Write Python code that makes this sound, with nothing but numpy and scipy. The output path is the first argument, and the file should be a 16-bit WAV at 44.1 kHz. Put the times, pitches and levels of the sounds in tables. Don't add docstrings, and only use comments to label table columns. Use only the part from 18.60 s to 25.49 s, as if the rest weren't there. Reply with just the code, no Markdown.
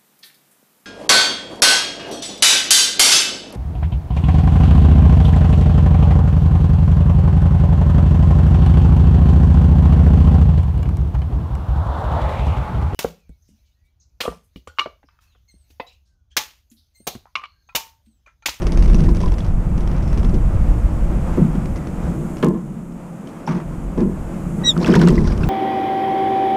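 import sys
import numpy as np
from scipy import signal
from scipy.fft import rfft, irfft, next_fast_len
from scipy.io import wavfile
from scipy.ndimage import uniform_filter1d, minimum_filter1d

SR = 44100
rng = np.random.default_rng(int(sys.argv[2]) if len(sys.argv) > 2 else 0)


def nominal_scale(level):
    x = np.asarray(level, float) / 20
    return 10 ** x


def int16_out(signal):
    q = np.round(np.clip(np.atleast_2d(signal).T, -1, 1) * 32767)
    wavfile.write(sys.argv[1], SR, q.astype(np.int16))


N = 303849
T = np.arange(N) / SR


def curves(table):
    s, *columns = np.transpose(table)
    return [np.interp(T, s, c) for c in columns]


def unit(x):
    return x / np.sqrt(np.mean(x ** 2))


def colour(x, points):
    size = next_fast_len(len(x))
    hz, db = np.transpose(points)
    bins_hz = np.arange(size // 2 + 1) * SR / size
    gain = nominal_scale(np.interp(np.log(bins_hz + 1), np.log(hz), db))
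    return irfft(rfft(x, size) * gain, size)[:len(x)]


def walk(rate):
    k = int(SR / rate)
    held = np.repeat(rng.standard_normal(N // k + 1), k)
    return 1.3 * uniform_filter1d(uniform_filter1d(held, k), k)[:N]


def add(out, s, piece):
    i = max(int(s * SR), 0)
    out[i:i + len(piece)] += piece[:len(out) - i]


def bell(peak, rise, fall):
    return np.exp(-((T - peak) / np.where(T < peak, rise, fall)) ** 2)


def bubble(hz, cycles, rise):
    turns = np.arange(int(2 * cycles * SR / hz)) * hz / SR
    onset = np.sin(np.pi / 2 * np.minimum(turns / 3, 1)) ** 2
    fade = np.exp(-3 * turns / cycles) * onset
    return fade * np.sin(2 * np.pi * turns * (1 + rise * np.minimum(turns, cycles) / 2))


# start in seconds, relative snap level in dB, time scale of the rustle in seconds.
WING_STROKES = [(0.0195, -29.5, 0.035), (0.068, -25, 0.029), (0.121, -26, 0.031), (0.173, -28.5, 0.037),
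                (0.224, -27.5, 0.037), (.245, -31, .008), (0.259, -31, .01), (0.277, -32.5, 0.05),
                (0.299, -32, 0.0074), (0.3326, -29, 0.017), (0.345, -28.5, 0.031), (0.3834, -35, 0.046),
                (0.405, -28.5, 0.018), (0.438, -30.5, 0.04), (0.4907, -30.5, 0.029), (0.548, -32, 0.039),
                (0.568, -28.5, 0.016), (0.604, -34, 0.056), (0.615, -31, .01), (0.66, -31, 0.015),
                (0.679, -36, 0.032), (0.72, -30.5, 0.021), (0.74, -33, 0.018), (0.783, -32.5, 0.043),
                (0.846, -38, 0.045), (1.178, -34, 0.026), (1.207, -34, 0.027), (1.275, -32.5, 0.022),
                (1.315, -36.5, 0.024), (1.365, -38.5, 0.038), (1.425, -40, 0.045), (1.477, -35, 0.03),
                (1.529, -33, 0.029), (1.575, -32, 0.033), (1.631, -33, .012), (1.648, -31.5, 0.024),
                (1.693, -37.5, 0.032), (1.743, -33.5, 0.03), (2.953, -40, .012), (3.057, -33, 0.01),
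                (3.16, -33.5, 0.03), (3.271, -34.5, 0.021), (3.769, -39.5, 0.051), (3.827, -38, 0.0091),
                (4.322, -46, 0.013), (4.673, -38, 0.038), (4.873, -32.5, 0.04), (4.911, -41.5, 0.07),
                (4.964, -42, 0.035), (5.376, -42, 0.046), (5.405, -37, 0.029), (6.177, -28.5, .01),
                (6.605, -34, .008), (6.615, -38, .008), (6.642, -35, 0.008), (6.674, -28, 0.016),
                (6.702, -36, .008), (6.724, -31, 0.02), (6.777, -30.5, 0.012), (6.811, -42, 0.03)]
# frequency in Hz, gain in dB.
BARB_COLOUR = [(500, 11), (1500, -2), (2700, -3.5), (4000, -8.5), (5500, -5.5), (6500, -8), (7500, -54),
               (16000, -49)]
# frequency in Hz, gain in dB.
FINE_BARB_COLOUR = [(5000, -33), (7500, -7.5), (10500, -7), (12000, -36), (15000, -27)]
SNAP_S = 0.0017
RUSTLE_DB, SHEEN_DB = -5, -11.5
RUSTLE_DB_PER_DOUBLING, SHEEN_DB_PER_DOUBLING = 6.5, -1.5
PATCHY_DB = 4


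def feathers():
    body, sheen = np.zeros(N), np.zeros(N)
    t = np.arange(int(.15 * SR)) / SR
    snap = nominal_scale(4) * (t / SNAP_S) ** 2 * np.exp(2 - 2 * t / SNAP_S)
    for s, db, length in WING_STROKES:
        doublings = np.log2(length / .03)
        rustle_db = RUSTLE_DB + RUSTLE_DB_PER_DOUBLING * doublings
        sheen_db = SHEEN_DB + SHEEN_DB_PER_DOUBLING * doublings
        noise, ticks = rng.standard_normal((2, len(t))), rng.random((28, 3))
        rustle = nominal_scale(rustle_db - 4 * t / length) * np.minimum(t / .002, 1) / (1 + (t / length) ** 4)
        patches = np.interp(t, np.arange(60) * .0025, rng.standard_normal(60))
        rustle = rustle * nominal_scale(PATCHY_DB * patches)
        add(body, s - .001, nominal_scale(db) * noise[0] * (snap + rustle))
        add(sheen, s - .001, nominal_scale(db + sheen_db) * noise[1] * (snap + nominal_scale(1.5) * rustle))
        for when, pitch, size in ticks:
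            tick = bubble(1500 * nominal_scale(16 * pitch), 3 + 7 * size, .004)
            tick_db = db + rustle_db + 16 * size ** 3 - 6.5 - 4 * when
            add(body, s + 1.6 * when * length, nominal_scale(tick_db) * tick)
    return colour(body, BARB_COLOUR) + colour(sheen, FINE_BARB_COLOUR)


# frequency in Hz, relative level in dB, time to fall by 60 dB in seconds.
RAILING_MODES = [(149.1, -9.5, 0.29), (179.3, -1.5, 0.21), (194.2, -2, 0.21), (226.3, 2.5, 0.1),
                 (288.5, -9, 0.2), (332.6, -7, 0.32), (370.3, -1, 0.13), (430, -9.5, 0.24), (487, -8, 0.17),
                 (624, -10.5, 0.078), (880, -22, 0.2), (972, -21, 0.22), (1046, -20.5, 0.25),
                 (1130, -29, 0.19), (1400, -41, 0.08), (1700, -28.5, 0.12), (2290, -45, 0.04)]


def ring(hardness_db, detune):
    hz, db, t60 = np.transpose(RAILING_MODES)[:, :, None]
    t = np.arange(int(.4 * SR)) / SR
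    gain = nominal_scale(db + hardness_db * np.log2(hz / 250))
    gain[1::2] *= -1
    swell = 1 - np.exp(-(t * hz / .45) ** 2)
    return np.sum(gain * swell * nominal_scale(-60 * t / t60) * np.sin(2 * np.pi * hz * detune * t), axis=0)


# start in seconds, relative blow level in dB,
# relative scrape level in dB against the blow, hardness in dB per octave.
RIM_HOPS = [(0.48, -14, -24, -5), (0.633, -14, -22, -1), (1.639, -11, -27, -9), (1.73, -7.5, -43, -3),
            (2.773, 3, -35.5, -5.5), (2.806, -1.5, -42, -15), (2.838, -10.5, -39, -5),
            (2.945, -11, -26, -9), (3.828, 1, -25.5, -0.5), (3.835, -1, -23, -0.5),
            (3.867, -1.5, -47, -1.5), (3.904, -7.5, -44, 0), (3.944, -11.5, -37, -1.5),
            (4.876, -13, -11, -11), (4.889, -8.5, -19, -14), (4.908, -8.5, -19.5, -11.5),
            (4.931, -17.5, -18, -5), (4.952, -12.5, -20, -6), (4.975, -20, -13, -4),
            (5.0, -21.5, -11.5, -2), (5.375, -4, -34, -0.5), (5.394, -15.5, -18.5, 3),
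            (5.413, -2, -34, -5.5), (5.454, -8, -45, -4), (5.489, -12.5, -41, -2.5), (6.165, -9, -23, -13),
            (6.208, -7, -37, 1.5), (6.243, -11, -25, 3), (6.286, 3, -27, -4), (6.309, -1.5, -42, -0.5),
            (6.338, -10, -18, 3), (6.364, 2, -38, -7.5), (6.413, -1, -30, -7), (6.436, -0.5, -24.5, -7),
            (6.473, -7.5, -27, 2), (6.502, -3.5, -38, -2.5), (6.522, -4, -36, -1), (6.572, -13.5, -33, 4),
            (6.81, -14.5, -22, 3)]
SHUDDER_DB, SHUDDER_S = -4, 0.024
STROKE_JOLT_DB, STROKE_HARDNESS_DB = 11, -1


def railing(tremor_db):
    tremor = signal.fftconvolve(rng.standard_normal(N), ring(-10.0, 0.94))[:N]
    out = unit(tremor) * nominal_scale(tremor_db + 1.83 * walk(10))
    scrapes = np.zeros(N)
    t = np.arange(int(.15 * SR)) / SR
    fade = np.exp(-t / SHUDDER_S)
    jolts = [(s, db + STROKE_JOLT_DB, -40, STROKE_HARDNESS_DB) for s, db, _ in WING_STROKES]
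    for s, db, scrape_db, hardness_db in RIM_HOPS + jolts:
        noise = rng.standard_normal((2, len(t))) * fade
        shudder = nominal_scale(SHUDDER_DB) * noise[0] / np.sqrt(np.sum(fade ** 2))
        push = shudder + (t == 0)
        detune = 1 + 0.016 * rng.standard_normal((len(RAILING_MODES), 1))
        add(out, s, nominal_scale(db - 12.0) * signal.fftconvolve(push, ring(hardness_db, detune)))
        add(scrapes, s, nominal_scale(db + scrape_db + 3.5) * noise[1])
    out = signal.sosfilt(signal.butter(2, 95, "high", fs=SR, output="sos"), out)
    scrape_colour = [(300, 2), (1000, 9.5), (2500, -6), (4000, -21.0), (6000, -22), (15000, -42)]
    return out + colour(scrapes, scrape_colour)


# start in seconds, relative level in dB, decay in seconds, centre in Hz.
CLICKS = [(3.827, -14.5, 0.0094, 2000), (3.8462, -16.5, 0.00011, 7000), (6.8335, -16, .0006, 1800),
          (4.877, -27, .002, 2000), (6.2455, -16, .0003, 2800), (6.292, -14, .0005, 900),
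          (6.3543, -12, .0003, 4000), (6.4155, -18, .0004, 4500), (6.474, -19, .0005, 2500),
          (6.4857, -19, .0005, 6000), (6.532, -18, .0006, 900), (6.263, -21, .0004, 4500),
          (6.339, -18, .0004, 4000)]


def clicks():
    out, t = np.zeros(N), np.arange(int(.04 * SR)) / SR
    for s, db, decay, hz in CLICKS:
        onset = np.minimum(t * 1500 + .2, 1)
        click = rng.standard_normal(len(t)) * np.exp(-t / decay) * onset - 3 * (t == 0)
        band = [(hz / 8, -16), (hz / 1.6, -2), (hz, 0), (hz * 1.5, -4), (hz * 2.5, -18), (hz * 8, -30)]
        add(out, s, nominal_scale(db) * colour(click, band))
    return colour(out, [(9000, 0.5), (12000, -3), (16000, -6)])


# start in seconds, level in dB, pitch in Hz, cycles to die away, share of pitch gained per cycle.
CLEAR_BUBBLES = [(.352, -23.5, 5900, 21, 0), (.467, -27, 1860, 15, -0.0031),
                 (.485, -21.5, 995, 22, -0.0014), (.635, -19, 1000, 24, 0.0013),
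                 (.66, -22.5, 1010, 28, -0.0012), (.685, -28, 3270, 11, 0), (.805, -29, 3400, 24, 0.00064),
                 (1.275, -31, 3350, 12, -0.0027), (1.646, -26, 3300, 8.9, .006),
                 (2.956, -33, 3200, 11, 0.0019), (4.866, -34, 5600, 55, -0.0027),
                 (4.875, -11.5, 880, 11, -0.0071), (4.89, -38, 5900, 90, -0.0043),
                 (6.165, -14, 1350, 8.8, -0.0058), (6.215, -29, 3800, 16, 0.0075),
                 (6.2455, -10.5, 2700, 15.4, -0.0055), (6.253, -23, 2600, 16, .003),
                 (6.261, -16, 3300, 12, 0.0058), (6.272, -12.5, 1580, 11, -0.0031),
                 (6.232, -20, 4400, 14, 0), (6.261, -21, 5500, 14, 0.0086), (6.268, -23, 5500, 14, 0),
                 (6.277, -20, 5300, 16, .004), (6.279, -21, 1100, 5, 0), (6.294, -18, 1500, 12, 0),
                 (6.338, -24, 4950, 16, 0), (6.36, -23, 3870, 24, -0.0039),
                 (6.364, -11.5, 950, 23, -0.0018), (6.397, -22, 2900, 10, .01), (6.405, -21, 1800, 8, 0),
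                 (6.417, -19, 5200, 16, 0.005), (6.423, -26, 4050, 12, 0), (6.426, -12, 1010, 9, 0.00036),
                 (6.432, -28, 4900, 14, 0), (6.434, -13, 1400, 9, 0), (6.450, -31, 6100, 14, 0),
                 (6.475, -12, 1320, 9.1, 0), (6.485, -19, 7800, 24, 0.0023), (6.485, -20, 4000, 14, 0.0042),
                 (6.491, -24, 2980, 12, 0.0091), (6.504, -28, 5050, 18, 0), (6.556, -24, 5460, 12, 0.0099),
                 (6.302, -22, 4950, 24, 0.0039), (6.325, -20, 3100, 24, 0.00026),
                 (6.3395, -7.5, 1275, 16.5, 0.056), (6.382, -29, 4900, 14, .006), (6.390, -25, 4300, 18, 0),
                 (6.414, -7, 1540, 9, -0.0011), (6.435, -18, 3100, 8, .02), (6.465, -24, 2670, 13, 0.012),
                 (6.475, -22, 2900, 10, -0.0022), (6.566, -28, 4730, 17, .002),
                 (6.579, -15.5, 1980, 17, 0.0023), (6.586, -23, 2020, 9, 0), (6.652, -34, 2050, 30, 0),
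                 (6.644, -28, 1964, 10, 0), (6.652, -41, 5500, 110, 0.0026), (6.655, -43, 4800, 90, 0.0069),
                 (6.674, -29, 1440, 48, 0.00082), (6.68, -39, 4750, 110, 0.003), (6.644, -35, 4400, 12, 0),
                 (6.675, -26, 5900, 12, 0), (6.698, -30, 1660, 38, -0.0018), (6.722, -35, 2400, 24, 0.0043),
                 (6.721, -34, 4970, 30, 0), (6.809, -37, 5050, 20, .002), (6.823, -37, 5000, 30, -0.0037),
                 (6.605, -32, 1000, 27, -0.01), (6.65, -28, 1020, 38, 0.0015), (6.705, -26, 1020, 25, 0),
                 (6.809, -28, 1500, 7.9, .001), (6.833, -16.5, 1350, 8.9, 0.027),
                 (6.836, -20.5, 2550, 29, 0.0034), (6.841, -26.5, 3690, 20, -0.00021)]
# start in seconds, level in dB, pitch in Hz, cycles to die away, share of pitch gained per cycle.
TUB_GULPS = [(6.205, -12, 350, 11, 0.0017), (6.281, -1.5, 305, 13.6, .01), (6.325, -5, 363, 7.8, 0.019),
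             (6.352, -5.5, 416, 16, 0.0034), (6.436, -1, 358, 10, 0.01), (6.3, -6, 325, 12, 0.0034),
             (6.4, -7, 350, 8.9, 0.0075), (6.497, -5, 380, 8, 0.0045), (6.505, 0.5, 351, 8.2, 0.0059),
             (6.529, -1, 430, 3.8, 0), (6.57, -8, 320, 7.8, 0), (6.598, -10, 368, 7.5, 0),
             (6.622, -10, 388, 8.4, 0.0022)]
# time in seconds, relative level in dB.
CHURN = [(6.14, -61), (6.228, -30.5), (6.3, -25.5), (6.37, -27), (6.43, -29), (6.455, -36), (6.5, -38),
         (6.535, -33), (6.6, -38), (6.7, -31), (6.73, -34), (6.745, -45), (6.77, -40), (6.82, -35.5),
         (6.89, -42)]
SPRAY_DB = -11


def water():
    clear, froth = np.zeros(N), np.zeros(N)
    for s, db, hz, cycles, rise in CLEAR_BUBBLES + TUB_GULPS:
        add(clear, s, nominal_scale(db) * bubble(hz, cycles, rise))
    start, end = CHURN[0][0], CHURN[-1][0]
    for when, pitch, size, cycles in rng.random((800, 4)):
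        hz = 500 * nominal_scale(21 * pitch)
        gain = nominal_scale(13 * size ** 4) * (1000 / hz) ** 0.66
        add(froth, start + when * (end - start), gain * bubble(hz, 4 + 14 * cycles ** 2, .015))
    spray_colour = [(300, -27), (1000, 9.0), (3000, -8), (5500, -1.0), (7500, -19), (15000, -44)]
    spray = unit(colour(rng.standard_normal(N), spray_colour))
    flickering_spray = nominal_scale(SPRAY_DB + 4.4 * walk(90)) * spray
    gate = np.clip((T - start) / .03, 0, 1)
    return clear + gate * nominal_scale(curves(CHURN)[0]) * (nominal_scale(-4.5) * froth + flickering_spray)


# start in seconds, relative level in dB,
# time scale of the spatter in seconds, brightness in dB per octave (approximate).
WING_SLAPS = [(6.233, -38, 0.0044, 1.5), (6.245, -29, .004, -1), (6.260, -28, 0.011, -1),
              (6.267, -31, 0.0065, 4), (6.277, -25, .012, 1.5), (6.304, -28, 0.0092, 0),
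              (6.337, -19, 0.0085, -2.5), (6.353, -18, .011, 0.5), (6.396, -28, 0.0065, -1),
              (6.414, -20.5, .018, 0.5), (6.434, -33, 0.0065, -1), (6.4735, -20, .005, -1.5),
              (6.484, -23, .014, 1.5), (6.503, -37, 0.013, 4.5), (6.5555, -33, .008, -2)]
SLAP_RISE_S, SLAP_WASH_DB = 0.0024, -5


def slaps():
    out, t = np.zeros(N), np.arange(int(.1 * SR)) / SR
    for s, db, length, bright_db in WING_SLAPS:
        blow = t / SLAP_RISE_S * np.exp(1 - t / SLAP_RISE_S)
        wash = nominal_scale(SLAP_WASH_DB) * np.minimum(t / SLAP_RISE_S, 1) * np.exp(-t / length)
        burst = rng.standard_normal(len(t)) * (blow + wash) / 2
        for when, pitch, size in rng.random((36, 3)):
            late = -np.log(1 - .97 * when)
            drop = bubble(900 * nominal_scale(17 * pitch), 5 + 8 * size, 0.0067)
            add(burst, late * length, nominal_scale(4.4 * size ** 2 - 4.9 * late) * drop)
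        tone = [(300, -2 * bright_db + 2), (1200, -bright_db), (2400, 0), (6400, 2.1 * bright_db - 5.5),
                (8000, 2 * bright_db - 8), (15000, 2.5 * bright_db - 25)]
        add(out, s - .001, nominal_scale(db) * colour(burst, tone))
    return out


# time in seconds, pitch in Hz.
CALL_PITCH = [(6.035, 1934), (6.05, 1909), (6.07, 1939), (6.089, 1916), (6.1, 1843), (6.11, 1766),
              (6.118, 1680), (6.124, 1800), (6.14, 1740)]
# multiple of the pitch,
# relative peak level in dB, peak time in seconds, rise in seconds, fall in seconds.
CALL_PARTIALS = [(1, -31.5, 6.066, 0.05, 0.024), (1, -39, 6.088, 0.0031, .005),
                 (2.5, -43, 6.088, .003, .004), (3, -32, 6.05, 0.0014, 0.0065), (5, -50, 6.1, .004, .008),
                 (2, -9.5, 6.094, 0.032, 0.012), (3, -24, 6.063, 0.013, 0.032),
                 (4, -27.5, 6.098, 0.032, 0.013), (5, -47.5, 6.082, 0.022, .012),
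                 (6, -45, 6.104, .01, 0.0099), (6, -55, 6.085, .015, .008), (2, -28, 6.115, 0.0046, 0.0047),
                 (4, -42, 6.113, .006, .006)]
# relative peak level in dB, peak time in seconds, rise in seconds, fall in seconds.
RISING_LINE = (-48, 6.1, .018, .009)
MIRROR_HZ = 22050


def chirp():
    hz, = curves(CALL_PITCH)
    start, end = CALL_PITCH[0][0], CALL_PITCH[-1][0]
    rough = np.clip((T - 6.095) / .012, .2, 1)
    phase = 2 * np.pi * np.cumsum(hz * (1 + .008 * rough * walk(500))) / SR
    out = 0
    for k, db, peak, rise, fall in CALL_PARTIALS:
        swell = bell(peak, rise, fall)
        out = out + np.sqrt(2) * nominal_scale(db) * swell * np.sin(round(2 * k) / 2 * phase)
    db, peak, rise, fall = RISING_LINE
    mirrored = 2 * np.pi * MIRROR_HZ * (T + .25 / SR) - 5 * phase
    out = out + nominal_scale(db) * bell(peak, rise, fall) * np.sin(mirrored)
    flutter = nominal_scale(5 * rough * np.clip(walk(300), -2, .6))
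    out *= flutter * np.clip(np.minimum(T - start, end - T) / .004, 0, 1)
    return out + nominal_scale(-14.0) * np.roll(out, int(0.0087 * SR)) + nominal_scale(-24) * np.roll(out, int(0.019 * SR))


# time in seconds, level in dB before the gusts.
WIND_LEVEL = [(0.0, -17.5), (0.06, -12.5), (0.5, -5.5), (0.63, -13.5), (0.9, -14.5), (1.4, -15.5),
              (1.75, -12.5), (2.4, -15.5), (2.65, -18), (3.0, -24.5), (3.5, -29), (4.0, -38.5), (4.4, -42),
              (4.64, -62), (4.82, -52), (5.1, -30), (5.5, -26.5), (5.65, -29), (6.14, -29.5), (6.55, -17),
              (6.8, -15.5), (6.89, -14)]
# frequency in Hz, relative density in dB per Hz.
WIND_SPECTRUM = [(8.8, -18), (15, -0.5), (27, -6), (38, 2.5), (52, -2), (156, -15), (198, -16.5),
                 (258, -31), (300, -26), (390, -51), (660, -120)]
# time in seconds, gain in dB.
UPPER_WIND = [(0, -2.5), (.3, -5.5), (.55, -3), (.8, -0.5), (2.5, 0), (3.4, 4.5), (4.5, -1), (5.3, 0.5),
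              (6.1, 1), (6.89, 1)]
GUST_DB, GUSTS_PER_S = 1, 11


def wind():
    level_db, = curves(WIND_LEVEL)
    noise = unit(colour(rng.standard_normal(N), WIND_SPECTRUM))
    gusts = noise * nominal_scale(level_db + GUST_DB * walk(GUSTS_PER_S))
    top = colour(gusts, [(50, -40), (70, 0)])
    return gusts + (nominal_scale(curves(UPPER_WIND)[0]) - 1) * top


# frequency in Hz, relative density in dB per Hz.
TRAFFIC_SPECTRUM = [(180, -8), (300, -3.5), (390, -11.5), (521, -6.5), (987, -14.5), (1330, -17),
                    (1730, -24.5), (2460, -28), (4070, -40.5), (6000, -39.5), (7800, -57), (13200, -120)]
# frequency in Hz, relative density in dB per Hz.
HISS_SPECTRUM = [(2650, -33.5), (4500, -27.5), (5150, -14), (5810, -7.5), (6580, 2.5), (7810, 3),
                 (13800, -7.5), (14700, -14.5), (15600, -19)]


def town(traffic_db, hiss_db):
    traffic = unit(colour(rng.standard_normal(N), TRAFFIC_SPECTRUM))
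    hiss = unit(colour(rng.standard_normal(N), HISS_SPECTRUM))
    flicker_db = 1.2 * walk(14)
    return traffic * nominal_scale(traffic_db + flicker_db) + hiss * nominal_scale(hiss_db + 0.53 * walk(8.1))


# start in seconds, end in seconds, pitch in Hz,
# level in dB before its waver, waver of the pitch as a share of it.
FAR_WHISTLES = [(1.42, 1.71, 5360, -59, .001), (3.152, 3.193, 2020, -49.5, .004),
                (3.212, 3.258, 1960, -49.5, .004), (5.16, 5.262, 10600, -67, .002)]


def whistles():
    out = 0
    for start, end, hz, db, unsteady in FAR_WHISTLES:
        gate = np.clip(np.minimum(T - start, end - T) / 0.0055, 0, 1)
        waver = nominal_scale(3.5 * walk(60))
        phase = 2 * np.pi * hz * np.cumsum(1 + unsteady * walk(90)) / SR
        out = out + gate * waver * nominal_scale(db) * np.sin(phase)
    return out


# time in seconds, railing tremor in dB (before the mount's low cut), traffic in dB, far hiss in dB.
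BACKGROUND = [(0.0, -20.5, -32, -57.5), (0.5, -19.5, -34, -57), (0.8, -34, -36, -58.5),
              (1.36, -25.5, -33, -57.5), (1.8, -30, -35, -57.5), (2.3, -26, -32.5, -55),
              (2.75, -24.5, -30.5, -53.5), (3.0, -25, -33, -55.5), (3.75, -24.5, -34.5, -53.5),
              (4.01, -24, -40.5, -60.5), (4.47, -34.5, -40, -59), (4.85, -31, -37.5, -59),
              (5.43, -26.5, -38, -57), (5.89, -25, -34.5, -53.5), (6.24, -20, -31, -51.5),
              (6.41, -14, -28.5, -53.5), (6.66, -19, -36, -56.5), (6.89, -21.5, -31.5, -55.5)]


def scene():
    tremor_db, traffic_db, hiss_db = curves(BACKGROUND)
    bird = feathers() + railing(tremor_db) + clicks() + water() + slaps() + chirp()
    ambience = wind() + town(traffic_db, hiss_db) + whistles()
    return (bird + ambience)[None]


def band_limit(x):
    return signal.sosfilt(signal.butter(12, 15750, fs=SR, output="sos"), x)


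def record(dry):
    top, reach = .86, int(.006 * SR)
    need = np.minimum(top / (np.abs(dry) + 1e-9), 1)
    gain = uniform_filter1d(minimum_filter1d(need, 2 * reach), reach)
    return band_limit(dry * gain)


dry = scene()
out = record(dry)
int16_out(out)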